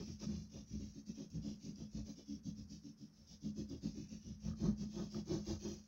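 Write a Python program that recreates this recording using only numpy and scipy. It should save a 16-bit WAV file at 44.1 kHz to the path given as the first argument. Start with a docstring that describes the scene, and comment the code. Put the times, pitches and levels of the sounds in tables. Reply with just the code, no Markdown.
"""Close up at a wooden table in a small room, one microphone. A pastel stick scrubs to and fro over
taped-down paper, about seven strokes a second. The paper's tooth crumbles it in a fine hiss that the
moving hand colours; with each push the sheet scuffs and the table top drums and rings. Now and then
the stick knocks at a ridge of pigment. The strokes ease around three seconds, then move towards the
table's edge, where the last are the hardest and the stick clicks, twice faintly and once sharply."""
import sys
import numpy as np
from scipy import signal
from scipy.fft import rfft, irfft, next_fast_len
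from scipy.io import wavfile
from scipy.ndimage import uniform_filter1d

SR = 44100
rng = np.random.default_rng(int(sys.argv[2]) if len(sys.argv) > 2 else 0)


def dump_mix(stems):
    """Bounce the given channels to the path in sys.argv[1] as a 16-bit WAV at rate SR."""
    frames = np.atleast_2d(stems).T  # one column per channel
    limited = np.clip(frames, -1, 1)  # hard clip at full scale
    pcm = np.round(limited * 32767).astype(np.int16)
    wavfile.write(sys.argv[1], SR, pcm)


N = 258867

# Strokes, each lasting until the hand's next turn; where the hiss hardly dips, the stick runs on.
# Each row: turn in seconds, dip of the hiss there in dB, hardest push as a share of the stroke,
# then relative levels in dB of hiss, table drum, hollow knock, scuff and rumble.
STROKES = [(0.0, -9.5, 0.09, -64, -42.5, -49, -61, -56.5), (0.054, -3, 0.3, -63.5, -49.5, -58, -71.5, -52),
           (0.18, 8.5, 0.7, -60, -49, -52.5, -58, -54),
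           (0.271, -2.5, 0.03, -64.5, -43.5, -55.5, -65, -48.5),
           (0.489, 10, 0.48, -65.5, -51.5, -56, -62.5, -57), (0.655, 8, 0.78, -66, -46, -55.5, -71, -48),
           (0.79, -2, 0.07, -67.5, -51, -53.5, -68, -51.5), (0.933, 0.5, .4, -69.5, -55, -54.5, -74, -67.5),
           (1.047, 14.5, 0.59, -65.5, -48, -59, -71.5, -61.5),
           (1.141, 3, 0.44, -66, -52, -50.5, -61.5, -74),
           (1.289, 10.5, 0.7, -69, -44.5, -52.5, -68.5, -48.5),
           (1.412, 7, 0.34, -64, -47, -49.5, -61.5, -56), (1.583, 11.5, 0.6, -64, -45.5, -53, -70.5, -62),
           (1.744, 7.5, 0.47, -67.5, -52.5, -55.5, -66.5, -56.5),
           (1.894, 11, 0.66, -65, -52.5, -52.5, -63, -48), (2.042, 8, 0.47, -65, -52.5, -53.5, -63.5, -67),
           (2.155, 4, 0.44, -67, -61.5, -57.5, -68, -71), (2.251, 6, 0.39, -65.5, -50, -48.5, -72, -60.5),
           (2.42, 19.5, 0.49, -65, -45, -54.5, -68.5, -56),
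           (2.547, 10.5, 0.38, -68.5, -52, -59.5, -73.5, -54),
           (2.673, 14, 0.38, -64, -54.5, -59.5, -75, -61.5), (2.815, 10, 0.37, -69.5, -55, -54, -77, -77),
           (2.953, 12.5, 0.6, -71.5, -55, -60.5, -78.5, -79),
           (3.095, 7, 0.87, -74.5, -62.5, -78, -77.5, -67), (3.254, 6, 0.49, -64.5, -59.5, -76, -73, -65),
           (3.396, 14, 0.5, -65.5, -44, -51, -67, -57.5), (3.542, 17, 0.42, -63.5, -48, -46.5, -62, -52.5),
           (3.671, 11.5, .44, -67, -53.5, -47.5, -64, -53), (3.803, 10, 0.44, -63, -45.5, -47, -62, -54.5),
           (3.933, 3.5, 0.35, -66.5, -49, -50.5, -69.5, -55.5), (4.079, 4, 0.47, -66, -49, -61, -67, -59.5),
           (4.199, 4, 0.47, -67.5, -49, -62.5, -72, -54), (4.385, 14, 0.62, -64, -43, -62.5, -61.5, -46.5),
           (4.545, 13, .55, -62, -37, -45, -54.5, -44), (4.756, 16, 0.59, -63, -40.5, -59, -66.5, -54.5),
           (4.881, 7.5, 0.55, -62.5, -44.5, -49, -56, -54), (5.095, 4, .55, -61, -45, -50, -59, -54.5),
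           (5.242, 16.5, 0.46, -58.5, -41.5, -40, -52, -50.5),
           (5.436, 9, 0.49, -57, -47.5, -44.5, -53.5, -45.5), (5.586, 9.5, 0.34, -59, -49, -47, -58.5, -55)]
# Swell and release within a push, for drum, hollow knock, scuff and rumble. Each row: delay, then rise
# and fall before stretching, all in seconds, roundness of the rise and of the fall (1 spike, 2 bell).
PUSH_SHAPES = [(-0.00046, 0.031, 0.045, 2.4, 1.35), (-0.0019, .033, .038, 2.3, 1.78),
               (-0.0016, 0.029, 0.041, 1.56, 1.24), (0.0048, .048, 0.06, 2.4, 1.9)]
# The stick's path over the sheet. Each row: time in seconds, place from 0 (far end) to 1 (table's edge).
STICK_PATH = [(0, 0.46), (.3, 0.59), (.7, 0.22), (1.5, 0.31), (2.5, 0.079), (3.3, 0.16), (3.7, 0.35),
              (4.2, 0.22), (4.6, 0.62), (5.0, 0.76), (5.87, 0.84)]

# The pigment's fine hiss; apart from that, the rows above 13900 Hz add a faint, very high fizz.
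# Each row: frequency in Hz, relative level in dB.
HISS_SPECTRUM = [(2500, -42), (4000, -18), (4900, -0.5), (5450, -0.5), (5780, 1.5), (6400, -2.5),
                 (6900, -14), (7500, -24.5), (8200, -34), (13900, -35.5), (15000, -27.5), (15700, -17)]
# The coarse rasp under the hiss. Each row: frequency in Hz, relative level in dB.
RASP_SPECTRUM = [(600, -12.5), (1200, -21), (1750, -6.5), (2150, -10.5), (2600, -4), (3300, 3.5), (3900, 5),
                 (4600, 0), (5600, -5), (7500, -51.5)]
# A thin ring that comes and goes with the stick's angle. Each row: time in seconds, dB against the hiss.
WHISTLE_LEVELS = [(0, -18), (1.9, -18.5), (2.8, -31.5), (3.8, -26), (4.05, -10), (4.3, -16), (4.7, -26.5),
                  (5.87, -20)]
# Reflections off hand, arm and table. Each row: delay in seconds, its swing in seconds, level in dB.
HAND_REFLECTIONS = [(.0004, 0.000085, -6), (.0009, 0.000053, -11), (.0017, 0.00014, -4.5),
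                    (.0029, 0.00019, -5.5), (.0046, 0.00027, -8.5)]

# The stick bites into the paper after a turn, knocks at ridges of pigment, and clicks.
# Each row: time in seconds, relative strength in dB.
PAPER_BITES = [(1.062, -59), (1.3017, -52), (1.7567, -58), (2.452, -58), (3.273, -69), (3.69, -53),
               (5.3056, -70)]
RIDGE_KNOCKS = [(0.254, -23), (1.083, -32), (1.355, -29), (1.819, -35), (1.935, -25), (2.469, -26.5),
                (3.841, -24.5), (4.45, -40.5), (4.631, -17.5), (4.65, -26), (4.67, -22.5), (5.178, -39)]
STICK_CLICKS = [(4.512, -51), (4.534, -51.5), (5.1448, -43.5)]

# Resonances. Each row: frequency in Hz, relative level in dB, time to fall 60 dB in seconds.
SHEET_MODES = [(470, 2, 0.11), (540.2, 4, 0.2), (578, -0.5, 0.13), (663.4, -5.5, 0.11), (712, -11, 0.1),
               (801.6, -6.5, 0.1), (921, -11, 0.064), (1091, -8.5, 0.033), (1164, -11.5, 0.038),
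               (1261, -15, 0.041), (1514, -15.5, 0.032), (1790, -10, 0.0092)]  # the sheet against the wood
TABLE_MODES = [(113, -10, 0.07), (133.8, -6.5, 0.12), (160.9, -5.5, 0.28), (193.8, -3.5, .09),
               (211.2, -2.5, 0.34), (225.3, -5.5, 0.091)]  # the low ring of the table top
FAR_MODES = [(275.7, 1, 0.16), (289.9, 0.5, 0.13), (340.3, -11.5, .09), (398, -19, 0.063)]  # its hollow upper modes, reached from the far end
EDGE_MODES = [(318.3, 0.5, 0.098), (344.6, 1, 0.18), (364, -4, 0.14), (402.3, -8, 0.11)]  # those reached from the edge
LINGERING_MODES = [(160, -14, 0.53), (210, -2.5, 0.5)]  # its slowest to die, singing on between strokes
STICK_MODES = [(1172, 0, 0.041), (1283, 3.5, 0.017), (1700, -10, 0.03)]  # the pastel stick itself

# The rocking table and the room's air. Each row: frequency in Hz, relative level in dB.
RUMBLE_SPECTRUM = [(20, -36), (36, -20), (50, -7.5), (60, 3.5), (70, -5), (84, 3.5), (101, -13.5),
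                   (118, -3), (150, -18.5), (250, -28.5), (800, -77)]
AIR_SPECTRUM = [(20, -12.5), (60, 6.5), (160, -4.5), (300, -4), (600, -17.5), (1500, -18), (5000, -36),
                (8000, -34), (15700, -33)]

LAST_STROKE_END_S, LAST_DIP_DB = 5.83, 15
CREST_PLACE, CREST_FOLLOWS_PUSH = .42, .45  # the hand is fastest here in a stroke, drawn towards the push
PUSH_STRETCH, EASE_DB, EASE_SPEED = 0.74, 2, .25  # stretch is an exponent; the hand eases at low speed
RASP_DB, RASP_FOLLOWS_SCUFF, RASP_TURN_DIP_DB, RASP_LAG_S = -5.0, 0.3, 4, .004
WHISTLE_HZ, WHISTLE_T60_S = 2903, 0.0064
ROCK_DB, ROCK_T60_S, ROCK_LOW_CUT_HZ = 0.76, 0.13, 38
ROOM_T60_S, AIR_DB, CUTOFF_HZ = 0.14, -75.5, 15750


def pastel(speed, hiss_db, rasp_db):
    """Pigment breaks off on the paper's tooth; a faster stick meets more fibres a second."""
    crumbs = hand_reflections(grains(per_s=2200 + 6000 * speed, spread_db=3.5))
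    flakes = hand_reflections(grains(per_s=1600 + 4500 * speed, spread_db=4.5))
    # a bite throws off a burst of crumbs that thins out at once
    bite_s = 0.01
    bite = signal.lfilter([1], [1, -np.exp(-1 / (bite_s * SR))], blows(PAPER_BITES))
    hiss_gain = from_db(hiss_db + 0.5) + from_db(-12.0) * bite
    hiss = hiss_gain * steadied(coloured(crumbs, HISS_SPECTRUM), span_s=0.12)
    rasp = from_db(rasp_db - 1.1) * steadied(coloured(flakes, RASP_SPECTRUM), span_s=0.23)
    whistle = steadied(ring(flakes, WHISTLE_HZ, WHISTLE_T60_S), span_s=0.33)
    return hiss + rasp + from_db(hiss_db + in_time(WHISTLE_LEVELS)) * whistle


def hand_reflections(x):
    """Each turn leaves the hand in a new pose, so its reflections comb the hiss differently."""
    turn_s, _ = stroke_spans()
    samples, out = np.arange(N), x
    # a pose holds from just after one turn to just before the next
    held_s = np.column_stack([turn_s + .012, np.append(turn_s[1:], N / SR + 1) - .012]).ravel()
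    for delay_s, swing_s, db in HAND_REFLECTIONS:
        pose = np.repeat(rng.uniform(-1.18, 1, len(turn_s)), 2)
        lag = (delay_s + swing_s * np.interp(samples / SR, held_s, pose)) * SR
        out = out + from_db(db) * np.interp(samples - lag, samples, x)
    return out


def stroke_motion():
    """The hand speeds up and slows between turns; gives speed 0-1 and hiss and rasp levels in dB."""
    _, dip_db, push_place, crest_db, _, _, scuff_db, _ = np.transpose(STROKES)
    turn_s, length_s = stroke_spans()
    t, middle_s = np.arange(N) / SR, turn_s + length_s / 2
    stroke = np.maximum(np.searchsorted(turn_s, t, "right") - 1, 0)
    progress = np.clip((t - turn_s[stroke]) / length_s[stroke], 0, 1)
    crest = CREST_PLACE + CREST_FOLLOWS_PUSH * (push_place - CREST_PLACE)
    skew = np.log(.5) / np.log(np.clip(crest, .1, .9))  # puts the sine's top at the crest
    speed = np.sin(np.pi * progress ** skew[stroke])
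    dips_db = np.interp(t, np.append(turn_s, LAST_STROKE_END_S), np.append(dip_db, LAST_DIP_DB))
    turn_db = np.interp(t, middle_s, crest_db) - dips_db
    hiss_db = (1 - speed) * turn_db + speed * crest_db[stroke]
    # the rasp grows with hard scuffing, dies further at the turns and lags while the stick digs in
    coarse_db = RASP_DB + RASP_FOLLOWS_SCUFF * np.interp(t, middle_s, scuff_db - crest_db)
    rasp_db = hiss_db + coarse_db - RASP_TURN_DIP_DB * (1 - speed)
    return speed, hiss_db, np.interp(t - RASP_LAG_S, t, rasp_db)


def push_gains(speed):
    """The hand bears down once a stroke and eases at the turns; gains of drum, hollow, scuff, rumble."""
    _, _, place, _, *levels_db = np.transpose(STROKES)
    turn_s, length_s = stroke_spans()
    place = np.clip(place, .1, .9)
    t = np.arange(0, N, step=64) / SR
    # a push stretches with the time it has on either side of its peak
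    before, after = (2 * length_s * np.array([place, 1 - place]) / np.median(length_s)) ** PUSH_STRETCH
    easing = from_db(-EASE_DB * np.exp(-speed / EASE_SPEED))
    gains = []
    for peak_db, (delay_s, rise_s, fall_s, rise_round, fall_round) in zip(levels_db, PUSH_SHAPES):
        since_s = t[:, None] - (turn_s + place * length_s + delay_s)
        width_s = np.where(since_s < 0, rise_s * before, fall_s * after)
        roundness = np.where(since_s < 0, rise_round, fall_round)
        power = np.exp(-2 * np.abs(since_s / width_s) ** roundness) @ from_db(peak_db) ** 2
        gains.append(easing * in_time(np.column_stack([t, np.sqrt(power)])))
    return gains


def stroke_spans():
    """Start and length of every stroke in seconds."""
    turn_s = np.array(STROKES)[:, 0]
    return turn_s, np.diff(np.append(turn_s, LAST_STROKE_END_S))


def sheet(speed, scuff, edge):
    """Coarser slips shake the sheet against the wood; near the edge its high modes answer more."""
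    shaking = struck(grains(per_s=600 + 1200 * speed, spread_db=1.0), SHEET_MODES)
    bright = signal.sosfilt(signal.butter(2, 950, "high", fs=SR, output="sos"), shaking)
    mix = (1 - edge) * rms_one(shaking) + from_db(-2.5) * edge * rms_one(bright)
    return from_db(0.15) * scuff * steadied(mix, span_s=0.035)


def table_top(speed, drum, hollow, edge):
    """The bumping stick drums on the table top and knocks it at ridges of pigment."""
    bumps = grains(per_s=300 + 600 * speed, spread_db=2.0)
    drumming = from_db(0.76) * drum * steadied(struck(bumps, TABLE_MODES), span_s=0.017)
    # which upper modes answer depends on where the stick presses
    upper = (1 - edge) * struck(bumps, FAR_MODES) + edge * struck(bumps, EDGE_MODES)
    knocking = from_db(0.64) * hollow * steadied(upper, span_s=0.033)
    lingering = steadied(struck(rng.standard_normal(N), LINGERING_MODES), span_s=0.037)
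    singing = from_db(-2.0) * stored(drum, t60=LINGERING_MODES[-1][2]) * lingering
    ridges = from_db(-13.0) * struck(blows(RIDGE_KNOCKS), TABLE_MODES)
    return drumming + knocking + singing + ridges


def stick_clicks():
    """Small blows set the stick itself ringing briefly."""
    return from_db(-8.5) * struck(blows(STICK_CLICKS), STICK_MODES)


def table_rocking(weight):
    """The arm's weight rocks the whole table in a low rumble that outlasts each push."""
    low_noise = steadied(coloured(rng.standard_normal(N), RUMBLE_SPECTRUM), span_s=0.018)
    rumble = from_db(ROCK_DB) * stored(weight, ROCK_T60_S) * low_noise
    return signal.sosfilt(signal.butter(3, ROCK_LOW_CUT_HZ, "high", fs=SR, output="sos"), rumble)


def room(x, wet_db):
    """Dense reflections from near walls reach the microphone after the direct sound and die quickly."""
    t = np.arange(SR // 3) / SR
    tail = rng.standard_normal(len(t)) * from_db(-60 * t / ROOM_T60_S) * (t > .003)
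    return x + from_db(wet_db) * signal.fftconvolve(x, tail / np.linalg.norm(tail))[:N]


def room_air():
    """Room tone: the quiet air as a steady, mostly low noise."""
    return from_db(AIR_DB) * coloured(rng.standard_normal(N), AIR_SPECTRUM)


def grains(per_s, spread_db):
    """Tiny slips at random moments, most small and a few large."""
    sizes = from_db(spread_db * np.minimum(rng.exponential(1, N), 4)) * rng.choice([-1, 1], N)
    return sizes * (rng.random(N) < per_s / SR)


def blows(rows):
    """One impulse for each row of seconds and dB."""
    time_s, db = np.transpose(rows)
    return np.bincount((time_s * SR).astype(int), from_db(db), N)[:N]


def struck(force, modes):
    """A body answers a force with all its modes, neighbours in opposite sense."""
    return sum((-1) ** k * from_db(db) * ring(force, hz, t60) for k, (hz, db, t60) in enumerate(modes))


def ring(force, hz, t60):
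    """One mode: a unit click starts a dying sine of height about 1."""
    radius, angle = from_db(-60 / (t60 * SR)), 2 * np.pi * hz / SR
    return signal.lfilter([0, np.sin(angle)], [1, -2 * radius * np.cos(angle), radius**2], force + 1e-18)


def stored(gain, t60):
    """Energy put into a body leaks away, 60 dB in t60 seconds."""
    keep = from_db(-120 / (t60 * SR))
    return np.sqrt(signal.lfilter([1 - keep], [1, -keep], gain ** 2 + 1e-18))


def coloured(x, spectrum):
    """Filter x by a spectrum and scale to unit power."""
    points, size = np.array(spectrum), next_fast_len(N + 8192)
    hz = np.maximum(np.arange(size // 2 + 1) * SR / size, 1)
    gain = from_db(np.interp(np.log(hz), np.log(points[:, 0]), points[:, 1]))
    return rms_one(irfft(rfft(x, size) * gain, size)[:N])


def steadied(x, span_s):
    """Hold the power of x at 1 over spans of span_s, keeping its faster grain."""
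    size = max(int(span_s * SR), 8)
    power = uniform_filter1d(uniform_filter1d(x * x, size), size)
    return x / np.sqrt(np.abs(power) + 1e-12)


def in_time(rows):
    """Join rows of seconds and value by straight lines."""
    return np.interp(np.arange(N) / SR, *np.transpose(rows))


def rms_one(x):
    """Scale to unit power."""
    return x / np.sqrt(np.mean(x ** 2) + 1e-20)


def from_db(db):
    """Decibels to gain."""
    return 10 ** (np.asarray(db) / 20)


def scene():
    """Stick, sheet and table close by, the room's quiet air behind them, in mono."""
    speed, hiss_db, rasp_db = stroke_motion()
    drum, hollow, scuff, weight = push_gains(speed)
    edge = np.clip(in_time(STICK_PATH), 0, 1)
    rubbing = pastel(speed, hiss_db, rasp_db) + sheet(speed, scuff, edge)
    air = room_air()
    drawing = room(rubbing + stick_clicks(), wet_db=-8.5)
    wood = table_top(speed, drum, hollow, edge) + table_rocking(weight)
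    return (drawing + wood + air)[None]


def record(dry):
    """The microphone's signal, with the highest treble cut steeply."""
    return signal.sosfilt(signal.ellip(12, .1, 80, CUTOFF_HZ, fs=SR, output="sos"), dry)


dry = scene()
out = record(dry)
dump_mix(out)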